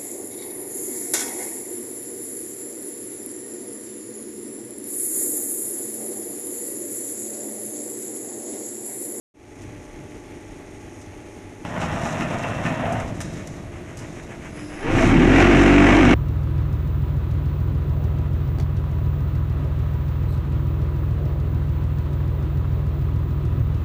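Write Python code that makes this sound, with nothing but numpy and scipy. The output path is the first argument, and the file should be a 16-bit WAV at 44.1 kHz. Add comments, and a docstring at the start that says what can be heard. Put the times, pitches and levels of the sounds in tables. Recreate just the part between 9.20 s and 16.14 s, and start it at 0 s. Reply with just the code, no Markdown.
"""Concrete block machine in a factory hall

A hydraulic pump hums throughout. The feed carriage rolls over the mould with rumble, scraping and
clanks, then its rake beats to and fro while grit falls. Inverter-driven motors spin up the eccentric
weights of the vibrating table, and the steel mould lifts off, hammering and rattling on it."""
import sys
import numpy as np
from scipy import signal
from scipy.fft import rfft, irfft
from scipy.io import wavfile
from scipy.ndimage import uniform_filter1d, minimum_filter1d

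SR = 44100
rng = np.random.default_rng(int(sys.argv[2]) if len(sys.argv) > 2 else 0)


def generate_wav(signal):
    """Clip the signal to [-1, 1] and save it as 16-bit WAV at the path in sys.argv[1]."""
    frames = np.transpose(np.atleast_2d(signal))
    scaled = np.clip(frames, -1, 1) * 32767
    pcm = np.round(scaled).astype(np.int16)
    wavfile.write(sys.argv[1], SR, pcm)


N = 306054
TIME = np.arange(N) / SR
FULL_SPEED_HZ = 48.3  # turns per second of the vibrator shaft

# blows on the carriage: start_s, peak_db, t60_s, frame_thud_db, favoured_pitch_hz, box_ring_db
CLANKS = [(2.451,-21,0.2,-29,700,-25),(2.617,-14,0.22,-30,1230,-23),(2.634,-16.5,0.15,-30,1150,-22),(2.762,-21,0.06,-27,1140,-28),(2.857,-16,0.17,-22,800,-19),(2.947,-23,0.15,-23,2060,-31),(3.009,-10,0.09,-17.5,1535,-16),(3.022,-15.5,0.06,-28,2750,-26),(3.236,-17.5,0.27,-26,2750,-22),(3.452,-17,0.12,-14.5,1810,-21),(3.464,-13.5,0.12,-22,1900,-19),(3.515,-30,0.12,-18.5,612,-26),(3.658,-20,0.06,-27,1370,-28),(3.722,-29,0.3,-22,800,-29),(4.005,-21,0.07,-32,2050,-30)]


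def amp(db):
    """Decibels as an amplitude ratio."""
    return 10 ** (np.asarray(db) / 20)


def unit(x):
    """Normalisation to rms 1."""
    return x / np.sqrt(np.mean(x ** 2) + 1e-20)


def read(points, hz):
    """Interpolation of a table on a logarithmic frequency axis."""
    f, value = np.transpose(points)
    return np.interp(np.log(hz + 1), np.log(f + 1), value)


def during(start_s, end_s, rise_s, fall_s):
    """Trapezoidal envelope, fully open from start_s to end_s."""
    return np.clip((TIME - start_s) / rise_s + 1, 0, 1) * np.clip((end_s - TIME) / fall_s + 1, 0, 1)


def swell(centre_s, width_s):
    """Gaussian envelope of peak 1."""
    return np.exp(-((TIME - centre_s) / width_s) ** 2)


def above(speed, threshold_hz, width_hz):
    """Logistic step from 0 to 1 as the speed passes a threshold."""
    return 1 / (1 + np.exp((threshold_hz - speed) / width_hz))


def add(mix, start_s, sound):
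    """Superposition of a sound on the mix."""
    part = mix[round(start_s * SR):][:len(sound)]
    part += sound[:len(part)]


def tone(cycles):
    """Sinusoid of rms 1, from its phase in cycles."""
    return np.sqrt(2) * np.sin(2 * np.pi * cycles)


def wander(hz):
    """Low-pass Gaussian noise of rms 1, fluctuating at up to about hz."""
    f = np.fft.rfftfreq(N, 1 / SR)
    return unit(irfft(rfft(rng.standard_normal(N)) * np.exp(-(f / hz) ** 2) * (f > 0), N))


def resonant(hz, width_hz):
    """A randomly driven resonance gives narrow-band noise; rms 1."""
    phase = 2 * np.pi * np.cumsum(hz * np.ones(N)) / SR
    return wander(width_hz) * np.cos(phase) + wander(width_hz) * np.sin(phase)


def colour(x, spectrum):
    """Minimum-phase filter of unit energy with the given spectral shape."""
    log_gain = np.log(amp(read(spectrum, abs(np.fft.fftfreq(4096, 1 / SR)))))
    taps = np.fft.ifft(np.exp(np.conj(signal.hilbert(log_gain)))).real
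    return signal.oaconvolve(x, taps / np.linalg.norm(taps))[:len(x)]


def grains(per_s, spread_db):
    """Shot noise: tiny impacts at random times, a few of them large; rms 1."""
    size = amp(spread_db * np.minimum(rng.exponential(1, N), 4))
    return unit(size * rng.choice([-1, 1], N) * (rng.random(N) < per_s / SR))


def hall(x, wet_db):
    """Reverberation: a diffuse tail whose highest treble dies first; keeps the power."""
    # reverberation time: frequency_hz, t60_s
    decay = [(100,1),(1000,0.75),(4000,1),(12000,0.11)]
    hz, t, spectra = signal.stft(rng.standard_normal(SR), SR, nperseg=256)
    tail = signal.istft(spectra * amp(-60 * t / read(decay, hz)[:, None]), SR, nperseg=256)[1]
    wet = signal.fftconvolve(x, tail / np.linalg.norm(tail))[:N]
    return (x + amp(wet_db) * wet) / np.hypot(1, amp(wet_db))


def oil_load():
    """Hydraulic load, rising from 0 at idle to 1."""
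    # oil pressure: time_s, load_fraction
    pressure = [(2.4,0),(3,.7),(5.3,1)]
    return np.interp(TIME, *np.transpose(pressure))


def pump(shaft_hz=24.95):
    """Flow ripple: pistons give tones and faint shaft harmonics, and modulate the rush of oil."""
    # piston tones: pitch_hz, relative_db, change_under_load_db
    piston_tones = [(100.3,-48.5,-7),(249.7,-53.5,-2),(274.5,-57.5,-3),(299.9,-49,0),(347,-50.5,4),(374.3,-56,-3),(398.6,-54,-5),(598.9,-54.3,-7),(623.8,-70,11),(823.8,-65,-3),(848.5,-55.3,-10),(898.4,-69,-3),(1148,-66.5,-3),(1995,-67,0)]
    # oil rush in the hall: frequency_hz, density_db
    rush_spectrum = [(15,-26),(28,-1),(60,-4),(106,-4.5),(160,-7.5),(219,-8.5),(310,-4),(407,-8),(555,-16.5),(780,-17),(954,-23.5),(1500,-25.5),(2100,-21),(4500,-36.5),(12000,-42.5)]
    clock, load = TIME + .00006 * wander(3), oil_load()
    tones = sum(amp(db + load * loaded_db + 1.3 * wander(6)) * tone(hz * clock + rng.random())
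                for hz, db, loaded_db in piston_tones)
    harmonics = sum(amp(read(rush_spectrum, hz)) * tone(hz * clock + rng.random())
                    for hz in np.arange(17, 110) * shaft_hz)
    ripple = 1 + .08 * sum(np.cos(2 * np.pi * k * shaft_hz * clock) for k in (3, 4, 7))
    flow = unit(colour(grains(12000, 1.2) * ripple, rush_spectrum))
    gurgle = signal.sosfilt(signal.butter(1, 900, fs=SR, output="sos"), flow)
    rush = flow * amp(wander(29)) + .15 * gurgle * wander(29)
    return amp(-1.14) * tones + amp(-53.5) * unit(harmonics) + amp(-41.5) * rush


def valve():
    """Flow noise: oil hisses and ticks through the valve, more softly under load."""
    # valve hiss: frequency_hz, density_db
    hiss = [(3000,-32),(4600,-20),(5400,-1),(6600,4.5),(7600,-6.5),(9200,-3.5),(12000,-16.5)]
    level_db = -58 - 3 * oil_load() + wander(7)
    return amp(level_db) * unit(colour(grains(2500, 2.4), hiss))


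def panels():
    """Panel resonance: steel sheets of the frame swell into brief booms."""
    # booms: centre_s, width_s, pitch_hz, level_db
    booms = [(.49,.08,103,-42.5),(.84,.07,126,-43),(5.753,0.06,120,-23),(5.81,.06,765,-36),(5.83,0.051,655,-28.5),(5.855,0.11,108.4,-21.5),(5.92,0.052,254.7,-21.5),(5.957,0.031,355,-30),(6.015,0.069,164,-16.5),(6.163,0.064,306.4,-16.5)]
    return sum(amp(db) * swell(s, width) * resonant(hz, 26) for s, width, hz, db in booms)


def trip(start_db, rolling_db, parked_db, lag_s, ease_s):
    """Level envelope in dB of a carriage noise: it runs up, holds, and eases lag_s after the stop."""
    set_off_s, run_up_s, stop_s = 2.42, .18, 3.92
    run_up = np.clip((TIME - set_off_s) / run_up_s, 0, 1)
    rolling = .5 - .5 * np.tanh((TIME - stop_s - lag_s) / ease_s)
    return parked_db + rolling * (start_db + run_up * (rolling_db - start_db) - parked_db)


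def carriage():
    """Rolling and friction noise: wheels jolt the frame, steel grinds gravel, grit slides and dances."""
    # wheel rumble, frame shudder, scraping steel and falling grit: frequency_hz, density_db
    rumble_spectrum = [(20,-14),(55,-28.5),(110,5),(180,2),(270,-3.5),(400,-14.5),(650,-10),(1000,-72),(3000,-49)]
    shudder_spectrum = [(15,-10),(32,-5),(55,-5),(75,4.5),(100,1.5),(160,-21),(400,-78)]
    scrape_spectrum = [(150,-30),(450,-2),(660,5),(900,-1),(1400,-3),(2000,-6.5),(2800,-12),(3600,-20.5),(4600,-50),(9000,-42.5)]
    grit_spectrum = [(2500,-20),(3800,8.5),(4600,-3.5),(5500,8),(6800,7.5),(8500,-0.5),(12000,-11)]
    # lurches of the frame: centre_s, level_db
    lurches = [(2.55,-45),(2.74,-37),(3.38,-35.5),(3.82,-31.5),(4.04,-33),(4.441,-41)]
    # spills of grit over the steel, and one broad swell of treble hiss as the motors spin up (the long row near
    # 5.5 s): centre_s, width_s, level_db
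    spills = [(2.63,0.046,-50),(2.883,0.17,-49.5),(3.225,0.096,-51.5),(3.473,0.085,-54),(4.126,0.086,-67),(4.867,0.16,-58),(5.513,0.44,-59),(5.815,0.085,-41.5),(6.197,0.05,-47),(6.383,.04,-48)]
    moving = during(CLANKS[0][0], 5.6, .006, .3)
    rumble_db = trip(start_db=-39, rolling_db=-30, parked_db=-41.5, lag_s=.35, ease_s=.33)
    scrape_db = trip(start_db=-41, rolling_db=-30.5, parked_db=-49, lag_s=.0077, ease_s=.16)
    shudder_db = trip(start_db=-55, rolling_db=-41.5, parked_db=-47, lag_s=.78, ease_s=.31)
    grit_db = trip(start_db=-51, rolling_db=-53.5, parked_db=-69, lag_s=.55, ease_s=.14)
    lurching = sum(amp(db) * swell(s, .087) for s, db in lurches)
    spilling = sum(amp(db) * swell(s, width) for s, width, db in spills)
    jolts = wander(26)
    rumble = unit(colour(grains(500, 3.4), rumble_spectrum)) * amp(rumble_db + .7 * jolts)
    shudder = unit(colour(grains(300, 1), shudder_spectrum)) * np.hypot(amp(shudder_db), lurching)
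    box_ring = amp(-10) * resonant(633.7, 36)  # sliding rubs the box's lowest resonance
    grinding = unit(hall(colour(grains(1500, 3.2), scrape_spectrum), wet_db=-4))
    scrape = (grinding + box_ring) * amp(scrape_db + 1.1 * jolts)
    grit = unit(colour(grains(2500, 2.2), grit_spectrum)) * amp(1.8 * wander(25))
    grit_gain = amp(grit_db) * moving + spilling + shaking(full_db=-44.5, power=3)
    return (rumble + shudder + scrape) * moving + grit * grit_gain


def rail_groan(start_s=3.63, end_s=3.74, start_hz=664, climb_hz_per_s=420):
    """Stick-slip friction: the rail groans, rising in pitch as the carriage nears its stop."""
    hz = start_hz + climb_hz_per_s * (TIME - start_s)
    slips = .55 * resonant(hz, 40) + .7 * resonant(hz, 120)
    return amp(-28) * slips * during(start_s, end_s, .06, .13)


def rake(start_s=4.565, period_s=.1382, width_s=.043, growth_db=.86):
    """Granular noise: the rake bites into wet concrete, then beats steadily, harder each stroke."""
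    # crunch: frequency_hz, density_db
    crunch = [(200, 4.5), (650, 5.5), (1100, 0), (2100, 4.5), (3000, -4.5), (4500, -27),
              (6500, -10), (12000, -31)]
    bite = amp(-41) * swell(4.19, width_s)
    strokes = sum(amp(-45 + k * growth_db) * swell(start_s + k * period_s, width_s) for k in range(8))
    return (bite + strokes) * unit(colour(grains(2000, 1.7), crunch))


def strike(spectrum, t60_s, crack):
    """Impact response: a contact impulse, then dense plate modes as decaying noise; peak 1."""
    t = np.arange(SR // 2) / SR
    ring = rng.standard_normal(len(t)) * amp(-60 * t / t60_s)
    ring[0] = -crack
    blow = colour(ring, spectrum)
    return blow / abs(blow).max()


def steel_box(focus_hz, db_per_octave=12):
    """Modal ringing of the carriage's box, strongest near the pitch the struck spot favours; peak 1."""
    # box modes: pitch_hz, level_db, t60_s
    modes = [(614,4.5,0.26),(822,8,0.094),(1156,-3,0.084),(1214,3.5,0.14),(1356,0,0.17),(1535,4.5,0.085),(1660,-7,0.051),(1785,-0.5,0.16),(2030,-1,0.14),(2230,-4,0.077),(2510,3.5,0.084),(2680,2,0.2),(2800,-4,0.14)]
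    t = np.arange(SR // 2) / SR
    ring = sum(amp(db - db_per_octave * abs(np.log2(hz / focus_hz)) - 60 * t / t60)
               * tone(hz * t + rng.random()) for hz, db, t60 in modes)
    return ring / abs(ring).max()


def knocks():
    """Impact excitation: clanks ring the box and thud in the frame; stones click on the plates."""
    # steel clank, frame thud and stone click: frequency_hz, density_db
    clank_spectrum = [(60,-7),(150,11),(270,8.5),(450,-5),(700,0),(1500,-3.5),(2800,-6.5),(4500,-28),(6300,-25),(12000,-50)]
    thud_spectrum = [(50,-14),(130,-2),(200,-0.5),(260,8),(330,-4),(480,-21),(1200,-46)]
    click_spectrum = [(700,-12),(1600,5),(3000,3),(4500,-0.5),(6000,10),(8000,4.5),(12000,-5)]
    # stones hitting steel: start_s, peak_db, t60_s
    clicks = [(.419,-37,0.075),(1.813,-40,0.11),(2.853,-33,0.11),(3.723,-32,0.11),(3.8,-32.5,0.09),(4.005,-24,0.097),(4.014,-23,0.033),(4.273,-29.5,0.022),(4.771,-32,0.09),(4.789,-34,0.1)]
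    mix = np.zeros(N)
    for s, db, t60, thud_db, focus_hz, ring_db in CLANKS:
        add(mix, s, amp(db) * strike(clank_spectrum, t60, crack=13))
        add(mix, s, amp(ring_db) * steel_box(focus_hz))
        add(mix, s, amp(thud_db) * strike(thud_spectrum, .16, crack=19))
    for s, db, t60 in clicks:
        add(mix, s, amp(db) * strike(click_spectrum, t60, crack=1.2))
    return hall(mix, wet_db=-6.5)


def shaft_speed(start_s=5.27, ramp_hz_per_s=55, knee=10):
    """Uniform acceleration of the vibrator shaft, easing into full speed; turns per second."""
    ramp = ramp_hz_per_s * np.maximum(TIME - start_s, 0)
    return ramp / (1 + (ramp / FULL_SPEED_HZ) ** knee) ** (1 / knee)


def shaking(full_db, power):
    """Power law of speed: the gain of a table noise, setting in as the mould lifts off."""
    speed = shaft_speed()
    lifted = above(speed, 22.1, 2.43)
    return amp(full_db) * lifted * (speed / FULL_SPEED_HZ) ** power


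def inverter(rectifier_hz=300):
    """Modulation sidebands of the switching whine fan out with speed, over hum and a rough motor note."""
    # switching whine: carrier_hz, top_sideband_db, other_sidebands_db
    carriers = [(5010,-62.5,-63),(9990,-65,-61)]
    motor_hz = 21 * shaft_speed()
    motor_phase = 2 * np.pi * np.cumsum(motor_hz * (1 + .02 * wander(60))) / SR
    whine = sum(amp(db + 2 * wander(25)) * tone(np.cumsum(hz + offset * motor_hz + 40 * wander(120)) / SR)
                for hz, top_db, other_db in carriers
                for offset, db in ((-.38, other_db), (.78, top_db), (.74, other_db)))
    hum = amp(-39.5) * tone(rectifier_hz * TIME) * amp(1.7 * wander(14))
    note = amp(-28) * np.sin(motor_phase) * amp(2 * wander(50))
    note += amp(-37) * resonant(2 * motor_hz, 45)
    return (whine * during(5.38, 5.56, .1, .25) + hum * during(5.4, 5.7, .08, .2)
            + note * during(5.66, 5.7, .08, .07))


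def table_sway(turns):
    """Rotating unbalance: eccentric weights drive the table at the shaft rate and its overtones."""
    # sway at full speed: harmonic_number, level_db
    harmonics = [(1,-20.3),(2,-24.7),(3,-28)]
    sway = sum(tone(k * turns) * shaking(full_db=db, power=.71 * k) for k, db in harmonics)
    return sway * amp(.37 * wander(22))


def frame_ring(speed, turns):
    """Forced vibration: harmonics of even landings climb through the frame's stationary resonances."""
    # frame response at full speed: harmonic_number, relative_db
    harmonics = [(3,-22),(4,-8),(5,-5),(6,0.5),(7,-5.5),(8,-10),(9,-25),(10,-23),(11,-22.5),(12,-29),(13,-29),(14,-14),(15,-28)]
    response = [(k * FULL_SPEED_HZ, db) for k, db in harmonics]
    ring = sum(amp(read(response, k * speed) + 1.5 * wander(9))
               * tone(k * turns + .11 * rng.standard_normal()) for k, _ in harmonics)
    return ring / np.sqrt(sum(amp(db) ** 2 for _, db in harmonics))


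def mould_hammer(speed, turns):
    """Periodic impacts: the mould lands once a turn, as harmonics when seated, as noise when loose."""
    # loose blows: frequency_hz, density_db
    blow_spectrum = [(40,-47),(70,-9),(105,-5),(160,-3.5),(212,-10),(250,5),(295,2.5),(335,4.5),(372,-2.5),(415,-13),(800,-16),(2000,-58.5)]
    pace = speed / FULL_SPEED_HZ
    seated = during(6.48, 6.63, .24, .037)  # the mould beds down, then breaks loose
    evenness = (.25 + .65 * seated) * pace
    uneven_turns = turns + .006 * wander(45)
    landing_squarely = above(speed, 32.7, .79)
    even = frame_ring(speed, uneven_turns) * landing_squarely * shaking(full_db=-11.5, power=.2)
    depth = .6 - .2 * pace
    throb = (1 + depth * np.cos(2 * np.pi * uneven_turns)) / np.sqrt(1 + depth ** 2 / 2)
    blows = unit(hall(colour(grains(2500, 1), blow_spectrum), wet_db=-7))
    loose = blows * throb * shaking(full_db=-12.5, power=1.27)
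    return np.sqrt(evenness) * even + np.sqrt(1 - evenness) * loose


def mould_rattle(speed, turns, landing_turns=.45, decay_turns=.33):
    """Contact chatter: each landing sets off a decaying burst of small steel impacts."""
    # rattling steel: frequency_hz, density_db
    rattle_spectrum = [(200,-0.5),(470,4.5),(570,0.5),(675,6),(800,2.5),(1100,0),(1600,0.5),(2050,2.5),(2700,-3.5),(3500,-14.5),(4600,-25),(5800,-20.5),(8000,-29),(12000,-58)]
    since_landing = (turns - landing_turns + .09 * wander(30)) % 1
    burst = np.exp(-since_landing / decay_turns) * amp(1.5 * wander(30))
    between = .85 - .4 * above(speed, 47.6, .15)  # less rattle between landings at settled speed
    chatter = grains(5000, 1.8) * (between + burst) / (between + .4) * amp(.9 * wander(60))
    surge_db = 4 * above(speed, 44.1, .32) + 3 * swell(6.21, .042)  # loose steel joins near full speed
    rattle = unit(hall(colour(chatter, rattle_spectrum), wet_db=-7))
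    return rattle * shaking(full_db=-22.5, power=.16) * amp(surge_db)


def vibrator():
    """Phase locking: one shaft times the table's sway and the mould's hammering and rattle."""
    speed = shaft_speed()
    turns = np.cumsum(speed) / SR
    return table_sway(turns) + mould_hammer(speed, turns) + mould_rattle(speed, turns)


def scene():
    """Superposition of all parts of the machine, in one channel."""
    background = pump() + valve() + panels()
    feed = carriage() + rail_groan() + rake() + knocks()
    return (background + feed + inverter() + vibrator())[None]


def record(dry, ceiling=.6, cutoff_hz=12200):
    """Opening fade, fast peak limiting and a low-pass band limit."""
    fade = np.clip((TIME - .14) / .32, 1e-9, 1) ** .57
    x = dry[0] * fade
    limiter_gain = (1 + (x / ceiling) ** 10) ** (-1 / 10)
    x = x * uniform_filter1d(minimum_filter1d(limiter_gain, size=90), size=90)
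    low_pass = signal.firwin(511, cutoff_hz, window=("kaiser", 9), fs=SR)
    return signal.oaconvolve(x, low_pass, "same")[None]


dry = scene()
out = record(dry)
generate_wav(out)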